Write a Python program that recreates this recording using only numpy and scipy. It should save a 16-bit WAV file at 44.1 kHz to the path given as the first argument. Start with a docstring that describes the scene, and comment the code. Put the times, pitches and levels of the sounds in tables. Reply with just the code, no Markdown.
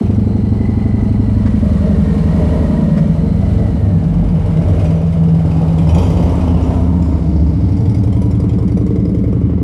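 """A big V-twin motorcycle booms slowly through a concrete underpass, blips the throttle and leaves.
Two uneven firings a cycle drive the pipe: four low booms, a bark and a growl. The motor rasps, ticks
and clanks; a gear whines on the approach; covers ring and rattle. Walls, roof and road smear the
sound and hold low standing waves. A quick gain control flattens the level."""
import sys
import numpy as np
from scipy import signal
from scipy.io import wavfile
from scipy.ndimage import uniform_filter1d

SR = 44100
rng = np.random.default_rng(int(sys.argv[2]) if len(sys.argv) > 2 else 0)


def int16_out(signal):
    """Quantize to a 16-bit WAV file."""
    q = np.round(np.clip(np.atleast_2d(signal).T, -1, 1) * 32767)
    wavfile.write(sys.argv[1], SR, q.astype(np.int16))


N = 424683
TIME_S = np.arange(N) / SR

# Engine speed, two crank turns a cycle: time_s, cycle_hz
ENGINE_SPEED = [(0.0, 11.79), (0.35, 11.74), (0.7, 11.94), (1.2, 11.73), (2.1, 11.0), (2.4, 11.34),
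                (3.0, 11.08), (3.3, 11.98), (3.65, 11.61), (4.0, 10.24), (4.5, 8.81), (5.1, 9.16),
                (5.65, 8.87), (6.3, 16.87), (6.63, 14.87), (6.85, 16.14), (7.2, 14.49), (7.45, 14.95),
                (7.8, 11.29), (8.15, 10.95), (9.15, 10.61), (9.4, 11.9), (9.63, 12.2)]
# When the bike is heard from each of three sides: ahead_s, beside_s, behind_s
SIDE_TIMES = (3.0, 5.1, 7.6)

# Exhaust booms, trading places across the standing waves: time_s, 4 x level_db
BOOM_LEVELS = [(0.05, -23, -12.5, -15, -29), (0.69, -20, -13.5, -16.5, -33), (1.4, -15.5, -12, -14.5, -41),
               (2.15, -20.5, -14.5, -11, -25.5), (2.62, -17, -14, -16, -16.5), (2.76, -20, -22, -14, -14),
               (2.97, -21, -23.5, -9, -19), (3.58, -18, -11.5, -20, -18.5), (3.82, -33, -11, -19, -19),
               (4.27, -12.5, -17, -10, -21), (4.48, -22, -14.5, -19, -22.5), (4.59, -19, -20, -5, -19.5),
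               (4.67, -20, -9.5, -22, -17), (4.96, -30, -14, -11.5, -23.5), (5.01, -31, -20, -19, -28),
               (5.07, -33, -15, -7, -32), (5.12, -28, -19, -15, -33), (5.2, -40, -21.5, -8, -26),
               (5.34, -34, -19, -7.5, -25), (5.46, -29, -15, -15.5, -24.5), (5.63, -29, -16, -9, -20.5),
               (5.7, -25, -12, -14, -25), (5.76, -22, -15.5, -10.5, -22.5), (5.84, -23, -14.5, -11, -24),
               (5.94, -27, -4, -15.5, -19.5), (5.99, -23, -13, -9, -21), (6.15, -19, -11.5, -15.5, -21),
               (6.79, -33, -11, -18.5, -18.5), (6.981, -27, -13.5, -15, -20.5),
               (8.07, -19, -11.5, -18.5, -22.5), (8.6, -20, -15, -15, -22.5),
               (9.13, -22, -17.5, -15.5, -20.5), (9.3, -19, -16, -17.5, -23.5),
               (9.53, -26, -10.5, -17, -20.5), (9.58, -24, -17, -19.5, -22)]
# Resonance width, a row per boom: ahead_hz, beside_hz, behind_hz
BOOM_WIDTHS = [(30, 30, 26), (33, 46, 23), (56, 54, 27), (80, 95, 48)]
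# Pitch of the lowest boom: ahead_hz, beside_hz, behind_hz
LOWEST_BOOM = (56.6, 53.4, 64)
# Firing pattern, a row per boom: 3 sides x (first_cycles, gap_cycles, second_db)
BOOM_FIRINGS = [(.43, .43, -1, .44, .43, -1, .45, .43, 0), (-.07, .44, -4, .2, .44, -2, .45, .4, -4),
                (.1, .42, 0, 0, .445, 0, -.05, .45, -5), (.13, .47, -8, .2, .44, -2, .27, .42, 3)]
# Pitch swing, a row per boom: 3 sides x (depth_ratio, top_cycles)
BOOM_SWINGS = [(0, 0, 0, 0, 0.017, 0), (0.022, -0.028, 0.037, -0.12, 0.15, -0.22),
               (0.079, .2, .02, -0.16, 0.099, -0.03), (0, 0.36, .05, 0.21, 0.0098, 0.8)]
# Pitch swing of the bark: 3 sides x (depth_ratio, top_cycles)
BARK_SWINGS = (0.027, 0.16, 0.037, 0.24, 0.11, 0.48)
# Resonances shifting with the bike's place: time_s, 3 x upper_boom_hz, bark_hz, growl_hz
EXHAUST_PITCHES = [(0, 98, 203.6, 256, 388, 834), (1.2, 99.7, 220.6, 286, 384, 823),
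                   (1.6, 88.4, 206, 234, 577, 1180), (2.1, 81.2, 187.5, 259, 480, 1060),
                   (2.8, 89.5, 173, 223, 630, 970), (3.5, 90, 173, 227.5, 512, 783),
                   (4.4, 94, 167, 235, 557, 803), (5.3, 83.5, 149, 266, 543, 806),
                   (6.1, 86.3, 170, 272, 540, 887), (6.7, 87, 173, 264, 505, 930),
                   (7.4, 75, 172, 284, 520, 920), (7.8, 100, 184, 282, 460, 860),
                   (8.9, 102, 178.3, 292, 433, 1120), (9.63, 97.4, 184.6, 269, 397, 1190)]
# Exhaust bark spectrum: freq_hz, gain_db
BARK_SPECTRUM = [(190, -28), (320, -1.5), (361, 2.5), (445, -1), (539, -5), (599, -6.5), (760, -31.5),
                 (990, -32.5), (1670, -120)]
# Exhaust growl spectrum: freq_hz, gain_db
GROWL_SPECTRUM = [(400, -21.5), (680, 6.5), (740, -0.5), (896, -4), (1370, -13.5), (1530, -40),
                  (1700, -59.5), (2210, -41), (3740, -120)]
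# Exhaust bark and motor rasp: time_s, bark_db, rasp_db
BARK_RASP_LEVELS = [(0.05, -26.5, -44), (0.42, -29.5, -47.5), (0.69, -29, -46.5), (1.22, -33, -45.5),
                    (1.56, -34, -42), (1.69, -25.5, -41), (2.33, -28, -39.5), (2.41, -22, -38),
                    (3.31, -30.5, -44.5), (3.53, -28, -41), (3.79, -30, -44.5), (4.27, -33, -43.5),
                    (4.77, -25, -38.5), (4.85, -25, -38.5), (5.01, -30, -44), (5.86, -30, -42),
                    (5.97, -23.5, -40.5), (6.2, -24.5, -41), (6.4, -27, -39.5), (6.55, -28.5, -42),
                    (6.75, -26, -40.5), (6.9, -33, -44.5), (7.45, -33, -47), (8.54, -28.5, -47),
                    (9.1, -25.5, -50.5), (9.53, -29, -49), (9.58, -27.5, -51)]
# Balance as the bike passes: time_s, growl_over_rasp_db, clatter_under_rasp_db, tick_share
BALANCE = [(0, 7, 9, 0.3), (1, 10.5, 10, 0.14), (1.6, 4, 9, 0.1), (3.6, 8.5, 9.5, 0), (4.4, 6.5, 10, 0.37),
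           (5.5, 10.5, 8, 0.28), (5.87, 11, 5.5, 0.5), (5.96, 15.5, 10, 0.6), (6.15, 12.5, 7, 0.5),
           (7, 12.5, 9, 0), (7.6, 9, 8.5, 0.13), (7.9, 9.5, 2.5, 0.85), (8.7, 8.5, 5, 0.73),
           (9.16, 7.5, 4.5, 0.73), (9.5, 7.5, 13.5, 0)]

# Motor rasp spectrum: freq_hz, gain_db
RASP_SPECTRUM = [(820, 0.5), (1400, -1.5), (1770, -6.5), (2220, -4), (2560, -11.5), (2670, -10.5),
                 (2970, -6.5), (3700, -17), (4810, -31.5), (8140, -120)]
# Motor clatter spectrum: freq_hz, gain_db
CLATTER_SPECTRUM = [(2000, -36), (3400, 1), (4890, -2), (6790, -6.5), (7860, -6.5), (9420, -7.5),
                    (12200, -15.5), (13400, -34.5), (14500, -39)]
# Engine casing modes: pitch_hz, width_hz, gain_db
CASING_MODES = [(750, 230, -5.5), (1100, 230, 0.5), (1400, 130, -11.5), (2120, 160, 5), (2460, 160, 11.5),
                (3120, 69, 9.5), (3800, 200, -4), (4850, 130, 5), (5090, 79, 4), (5630, 90, 9),
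                (6350, 190, -1), (7160, 89, 4), (7800, 390, 1), (8950, 160, 1), (9850, 120, 3.5),
                (11000, 120, 8.5)]
# Sharp blows on the casing: start_s, strike_db
CLANKS = [(1.0106, -44), (1.4594, -45), (2.976, -36), (4.7894, -45), (4.8526, -36), (5.5144, -38),
          (5.6765, -50), (5.7862, -35.5), (5.891, -24.5), (5.946, -23.5), (5.983, -25.5), (6.029, -34),
          (6.063, -41), (6.1, -34), (6.2257, -34), (6.4083, -36), (6.625, -39), (7.022, -35.5)]
# Clank spectrum: freq_hz, gain_db
CLANK_SPECTRUM = [(500, -24), (1000, -1), (3300, 1), (5500, -2), (7500, -5), (11000, -12), (14500, -22)]

# Gear whine: time_s, level_db
WHINE_LEVELS = [(0.1, -63), (0.36, -58), (0.68, -44.5), (0.98, -46), (1.1, -50), (1.9, -48.5),
                (2.38, -44.5), (3.03, -48), (3.21, -54), (3.5, -49.5), (4.2, -51)]
# Dull gear knocks: centre_s, level_db
GEAR_KNOCKS = [(1.47, -33.5), (2.98, -34)]
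# Gear knock spectrum: freq_hz, gain_db
KNOCK_SPECTRUM = [(500, -12), (1100, 4), (1850, 1), (2600, -11), (5000, -13), (9000, -30)]
# Cover modes heard from ahead: pitch_hz, width_hz, level_db
COVER_MODES = [(3060, 180, -67.5), (4120, 180, -57.5), (7740, 160, -70.5)]
# Cover rattle bands: centre_hz, width_hz
RATTLE_BANDS = [(2120, 360), (2850, 580), (4800, 1400)]
# Cover rattle per band: time_s, 3 x level_db
RATTLE_LEVELS = [(3.9, -73, -63, -73), (4.3, -71, -57.5, -66), (4.9, -64, -59, -65), (5.2, -68, -54, -64),
                 (5.8, -64, -56, -57), (6.0, -58, -48, -62), (6.3, -49, -49, -59), (6.75, -68, -48, -64),
                 (6.9, -59, -70, -66), (7.3, -60, -74, -55), (7.8, -54, -65, -55), (8.3, -56, -65, -66),
                 (9.63, -56, -70, -68)]

# Standing waves between walls, roof and road: pitch_hz, width_hz, gain_db
STANDING_WAVES = [(50.3, 2.5, 3.5), (82.4, 5.2, 4), (162, 14, 13.5), (456.7, 50, 9.5), (606.3, 46, 15)]
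# Hold of the underpass on the booms, slight in the open: time_s, echo_share
BOOM_ECHO = [(0, .1), (1.3, .14), (2.0, .35), (2.6, .6), (3.1, .62), (3.6, .66), (4.6, .95), (5.3, .7),
             (6.1, .85), (6.3, .55), (7.5, .52), (8.0, .38), (8.5, .2), (9.63, .14)]
# Effect of the bike's place on the upper layers: time_s, echo_depth_ratio, bark_lag_cycles
PASSAGE = [(0, 0.11, 0.0095), (1.4, 0.57, 0.012), (2.1, 0.9, 0.011), (2.6, 0.8, 0.0093), (3.1, 0.7, 0.015),
           (3.6, 1, 0.03), (4.6, 0.6, 0.041), (5.3, 0.76, 0.06), (6.2, 0.47, 0.073), (7, 0.4, 0.083),
           (7.9, 0.67, 0.087), (8.4, 0.16, 0.071), (9.1, 0.17, 0.11), (9.63, 0, 0.11)]

BARK_CYCLES, TICK_CYCLES, FIRING_GAP_CYCLES = .17, .285, .43
MESHES_PER_CYCLE, KNOCK_WIDTH_S, DETUNE_RATIO = 169, 0.015, 0.028
ECHO_OUTSIDE, ECHO_PER_DEPTH = 0.25, 0.86
BAND_LIMIT_HZ = 14300


def exhaust_booms():
    """Firings and their echoes ring four steep, low resonances."""
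    echo = curves(BOOM_ECHO)[0]
    pitches_hz = by_side(LOWEST_BOOM, size=1) + curves(EXHAUST_PITCHES)[:3]
    side_shares = [by_side(row, size=1)[0] for row in np.eye(3)]
    out = np.zeros(N)
    for k, (db, hz, widths_hz) in enumerate(zip(curves(BOOM_LEVELS), pitches_hz, BOOM_WIDTHS)):
        first_cycles, gap_cycles, second_db = by_side(BOOM_FIRINGS[k], size=3)
        clicks = firings(first_cycles, spread_db=1.2, second_db=second_db, gap_cycles=gap_cycles)
        drive = standing_waves(underpass(clicks, echo, t60_s=0.77, drift_hz=0.1963), echo)
        pitch_hz = swung(hz, BOOM_SWINGS[k])
        boom = sum(resonate(drive * share, pitch_hz, width_hz, order=2)
                   for share, width_hz in zip(side_shares, widths_hz))
        out += (-1) ** k * gain_of(db) * steadied(boom)
    return out


def exhaust_bark_and_growl(bark_db, growl_db, echo):
    """Pulses and turbulent flow in the pipe; the growl is mostly flow."""
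    bark_hz, growl_hz = curves(EXHAUST_PITCHES)[3:]
    lag_cycles = curves(PASSAGE)[1]
    clicks = firings(BARK_CYCLES + lag_cycles, spread_db=2.46, second_db=-2.0)
    pulses = steadied(clicks)
    flow = steadied(puffs(clicks, decay_s=0.0089, steady=0.43))
    bark = underpass(pulses + 0.5 * flow, echo, t60_s=0.84, drift_hz=0.381)
    bark = coloured(standing_waves(bark, echo), BARK_SPECTRUM)
    bark += 7.6 * resonate(bark, swung(bark_hz, BARK_SWINGS), width_hz=160)
    growl = underpass(0.51 * pulses + flow, echo, t60_s=0.58, drift_hz=0.525)
    growl = coloured(growl, GROWL_SPECTRUM)
    growl += 1.13 * resonate(growl, growl_hz, width_hz=120)
    return gain_of(bark_db) * steadied(bark) + gain_of(growl_db) * steadied(growl)


def firings(first_cycles, spread_db, second_db, gap_cycles=FIRING_GAP_CYCLES):
    """One click per cylinder per cycle, unevenly spaced, varying in strength."""
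    cycles = engine_cycles() - first_cycles
    out = np.zeros(N)
    for offset, db in ((0, np.zeros(N)), (gap_cycles, second_db + np.zeros(N))):
        at = np.flatnonzero(np.diff(np.floor(cycles - offset)))
        out[at] = gain_of(db[at] + spread_db * rng.standard_normal(200)[:len(at)])
    return out


def puffs(clicks, decay_s, steady):
    """Turbulent noise: a burst at each click over a steady floor."""
    burst = signal.lfilter([1], [1, -np.exp(-1 / (decay_s * SR))], clicks)
    burst = uniform_filter1d(burst, size=220)  # soft rise
    return (steady + burst) * rng.standard_normal(N)


def motor(rasp_db, clatter_db, tick_share, echo):
    """Rasp and clatter, each a mix of hiss and valve ticks on the casing."""
    clicks = firings(TICK_CYCLES, spread_db=1.2, second_db=-4.0)
    hiss = puffs(clicks, decay_s=0.03, steady=7.2)
    ticks = underpass(casing(clicks, decay_s=0.0048), 0.5 * echo, t60_s=0.13, drift_hz=0.622)
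    out = np.zeros(N)
    for db, spectrum, share in ((rasp_db, RASP_SPECTRUM, 0.28 * tick_share),
                                (clatter_db, CLATTER_SPECTRUM, tick_share)):
        steady, struck = steadied(coloured(hiss, spectrum)), steadied(coloured(ticks, spectrum))
        out += gain_of(db) * (np.sqrt(1 - share) * steady + np.sqrt(share) * struck)
    return out


def clanks():
    """Single sharp blows on the casing, with a long echo."""
    blows = np.zeros(N)
    for start_s, db in CLANKS:
        blows[round(start_s * SR)] = gain_of(db)
    ringing = coloured(casing(blows, decay_s=0.0066), CLANK_SPECTRUM)
    return gain_of(6.0) * underpass(ringing, echo=0.62, t60_s=1.0, drift_hz=0.646)


def casing(clicks, decay_s):
    """Noisy strikes ring the casing modes; strength and pitch vary per blow."""
    strike = puffs(clicks, decay_s, steady=0)
    blow = np.cumsum(clicks > 0)
    strength = gain_of(4.5 * np.clip(rng.standard_normal((300, len(CASING_MODES))), -2, 2))
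    detune = 1 + DETUNE_RATIO * rng.standard_normal(strength.shape)
    out = 0.07 * np.diff(strike, prepend=0)  # dry tick
    for k, (hz, width_hz, db) in enumerate(CASING_MODES):
        out += gain_of(db) * resonate(strike * strength[blow, k], hz * detune[blow, k], width_hz)
    return out


def gears_and_covers():
    """Dull gear knocks, plus mesh whine and ringing covers that fade as the bike passes."""
    noise = rng.standard_normal(N)
    bumps = sum(gain_of(db) * np.exp(-((TIME_S - s) / KNOCK_WIDTH_S) ** 2) for s, db in GEAR_KNOCKS)
    knocks = bumps * steadied(coloured(noise, KNOCK_SPECTRUM))
    mesh_hz = MESHES_PER_CYCLE * curves(ENGINE_SPEED)[0]
    throb = 1 + .5 * np.cos(8 * np.pi * engine_cycles())  # twice a crank turn
    whine = throb * gain_of(curves(WHINE_LEVELS)[0]) * steadied(resonate(noise, mesh_hz, width_hz=36))
    waver_db = 1.8 * steadied(uniform_filter1d(rng.standard_normal(N), size=SR // 8), size=SR)
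    covers = sum(gain_of(db) * steadied(mode(noise, hz, width_hz)) for hz, width_hz, db in COVER_MODES)
    approach = np.interp(TIME_S, [3.9, 4.3], [1, 0])
    return knocks + approach * (whine + gain_of(waver_db) * covers)


def cover_rattle():
    """Covers rattle at each firing, heard mostly from beside and behind."""
    clicks = firings(TICK_CYCLES, spread_db=4.0, second_db=-2.5)
    rattle = puffs(clicks, decay_s=0.019, steady=0.41)
    return sum(gain_of(db) * steadied(mode(mode(rattle, *band), *band))
               for db, band in zip(curves(RATTLE_LEVELS), RATTLE_BANDS))


def underpass(x, echo, t60_s, drift_hz):
    """Direct sound plus three sparse echo tails that crossfade as the bike moves."""
    tail_s, wet = np.arange(SR // 3) / SR, np.zeros(N)
    for k in range(3):
        reflections = rng.standard_normal(len(tail_s)) * (rng.random(len(tail_s)) < .05)
        tail = reflections * gain_of(-60 * tail_s / t60_s) * (tail_s > .006)
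        crossfade = np.cos(np.pi * (drift_hz * TIME_S + k / 3)) * np.sqrt(2 / 3)
        wet += signal.oaconvolve(x * crossfade, tail / np.linalg.norm(tail))[:N]
    echo = np.clip(echo, 0, 1)
    return np.sqrt(1 - echo) * x + np.sqrt(echo) * wet


def standing_waves(x, echo):
    """The air in the underpass rings at its own pitches."""
    inside = np.clip(echo, 0, 1) ** 2.6
    return x + sum(gain_of(db) * mode(x * inside, hz, width_hz) for hz, width_hz, db in STANDING_WAVES)


def engine_cycles():
    """Cycles elapsed at each sample."""
    return np.cumsum(curves(ENGINE_SPEED)[0]) / SR


def swung(hz, swing):
    """Pitch rising and falling once an engine cycle."""
    depth, top_cycles = by_side(swing, size=2)
    return hz * (1 + depth * np.cos(2 * np.pi * (engine_cycles() - top_cycles)))


def by_side(row, size):
    """Blend of ahead, beside and behind, with size values per side."""
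    return [np.interp(TIME_S, SIDE_TIMES, row[c::size]) for c in range(size)]


def curves(rows):
    """Columns after time_s, interpolated per sample."""
    times_s, *columns = np.transpose(rows)
    return [np.interp(TIME_S, times_s, column) for column in columns]


def gain_of(db):
    return 10 ** (np.asarray(db) / 20)


def steadied(x, size=SR // 3):
    """Slow rms level divided out."""
    power = uniform_filter1d(uniform_filter1d(x ** 2, size), size // 2)
    return x / np.sqrt(abs(power) + 1e-20)


def coloured(x, spectrum, size=8192):
    """Minimum-phase filter with the given spectrum."""
    points_hz, points_db = np.transpose(spectrum)
    hz = np.abs(np.fft.fftfreq(size, 1 / SR))
    db = np.interp(np.log(hz + 1), np.log(points_hz), points_db, left=-90, right=-90)
    response = np.exp(np.conj(signal.hilbert(np.log(gain_of(db)))))
    return signal.oaconvolve(x, np.fft.ifft(response).real[:size // 2])[:N]


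def resonate(x, hz, width_hz, order=1):
    """Gliding resonance: shift hz to zero, low-pass, shift back."""
    carrier = np.exp(2j * np.pi * np.cumsum(hz * np.ones(N)) / SR)
    pole = np.exp(-np.pi * width_hz / SR)
    baseband = x * np.conj(carrier)
    for _ in range(order):
        baseband = signal.lfilter([1 - pole], [1, -pole], baseband)
    return 2 * (carrier * baseband).real


def mode(x, hz, width_hz):
    """Stationary resonance, unity peak gain."""
    return signal.lfilter(*signal.iirpeak(hz, hz / width_hz, SR), x)


def scene():
    """The motorcycle heard from inside the underpass, mono."""
    bark_db, rasp_db = curves(BARK_RASP_LEVELS)
    growl_over_db, clatter_under_db, tick_share = curves(BALANCE)
    echo = ECHO_OUTSIDE + ECHO_PER_DEPTH * curves(PASSAGE)[0]
    pipe = exhaust_booms() + exhaust_bark_and_growl(bark_db, rasp_db + growl_over_db, echo)
    engine = motor(rasp_db, rasp_db - clatter_under_db, tick_share, echo) + clanks()
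    return (pipe + engine + gears_and_covers() + cover_rattle())[None]


def record(dry):
    """Bass cut, quick gain control on the loudest booms, soft clip, band limit."""
    x = signal.sosfilt(signal.butter(6, 42, "high", fs=SR, output="sos"), dry)
    power_db = 10 * np.log10(abs(uniform_filter1d(x ** 2, 1500)) + 1e-12)
    reduction_db = 0.22 * np.maximum(power_db + 16.5, 0)
    x = np.tanh(0.79 * x / gain_of(reduction_db)) / 0.71
    lowpass = signal.firwin(511, BAND_LIMIT_HZ, window=("kaiser", 9), fs=SR)
    return signal.oaconvolve(x, lowpass[None], "same")


dry = scene()
out = record(dry)
int16_out(out)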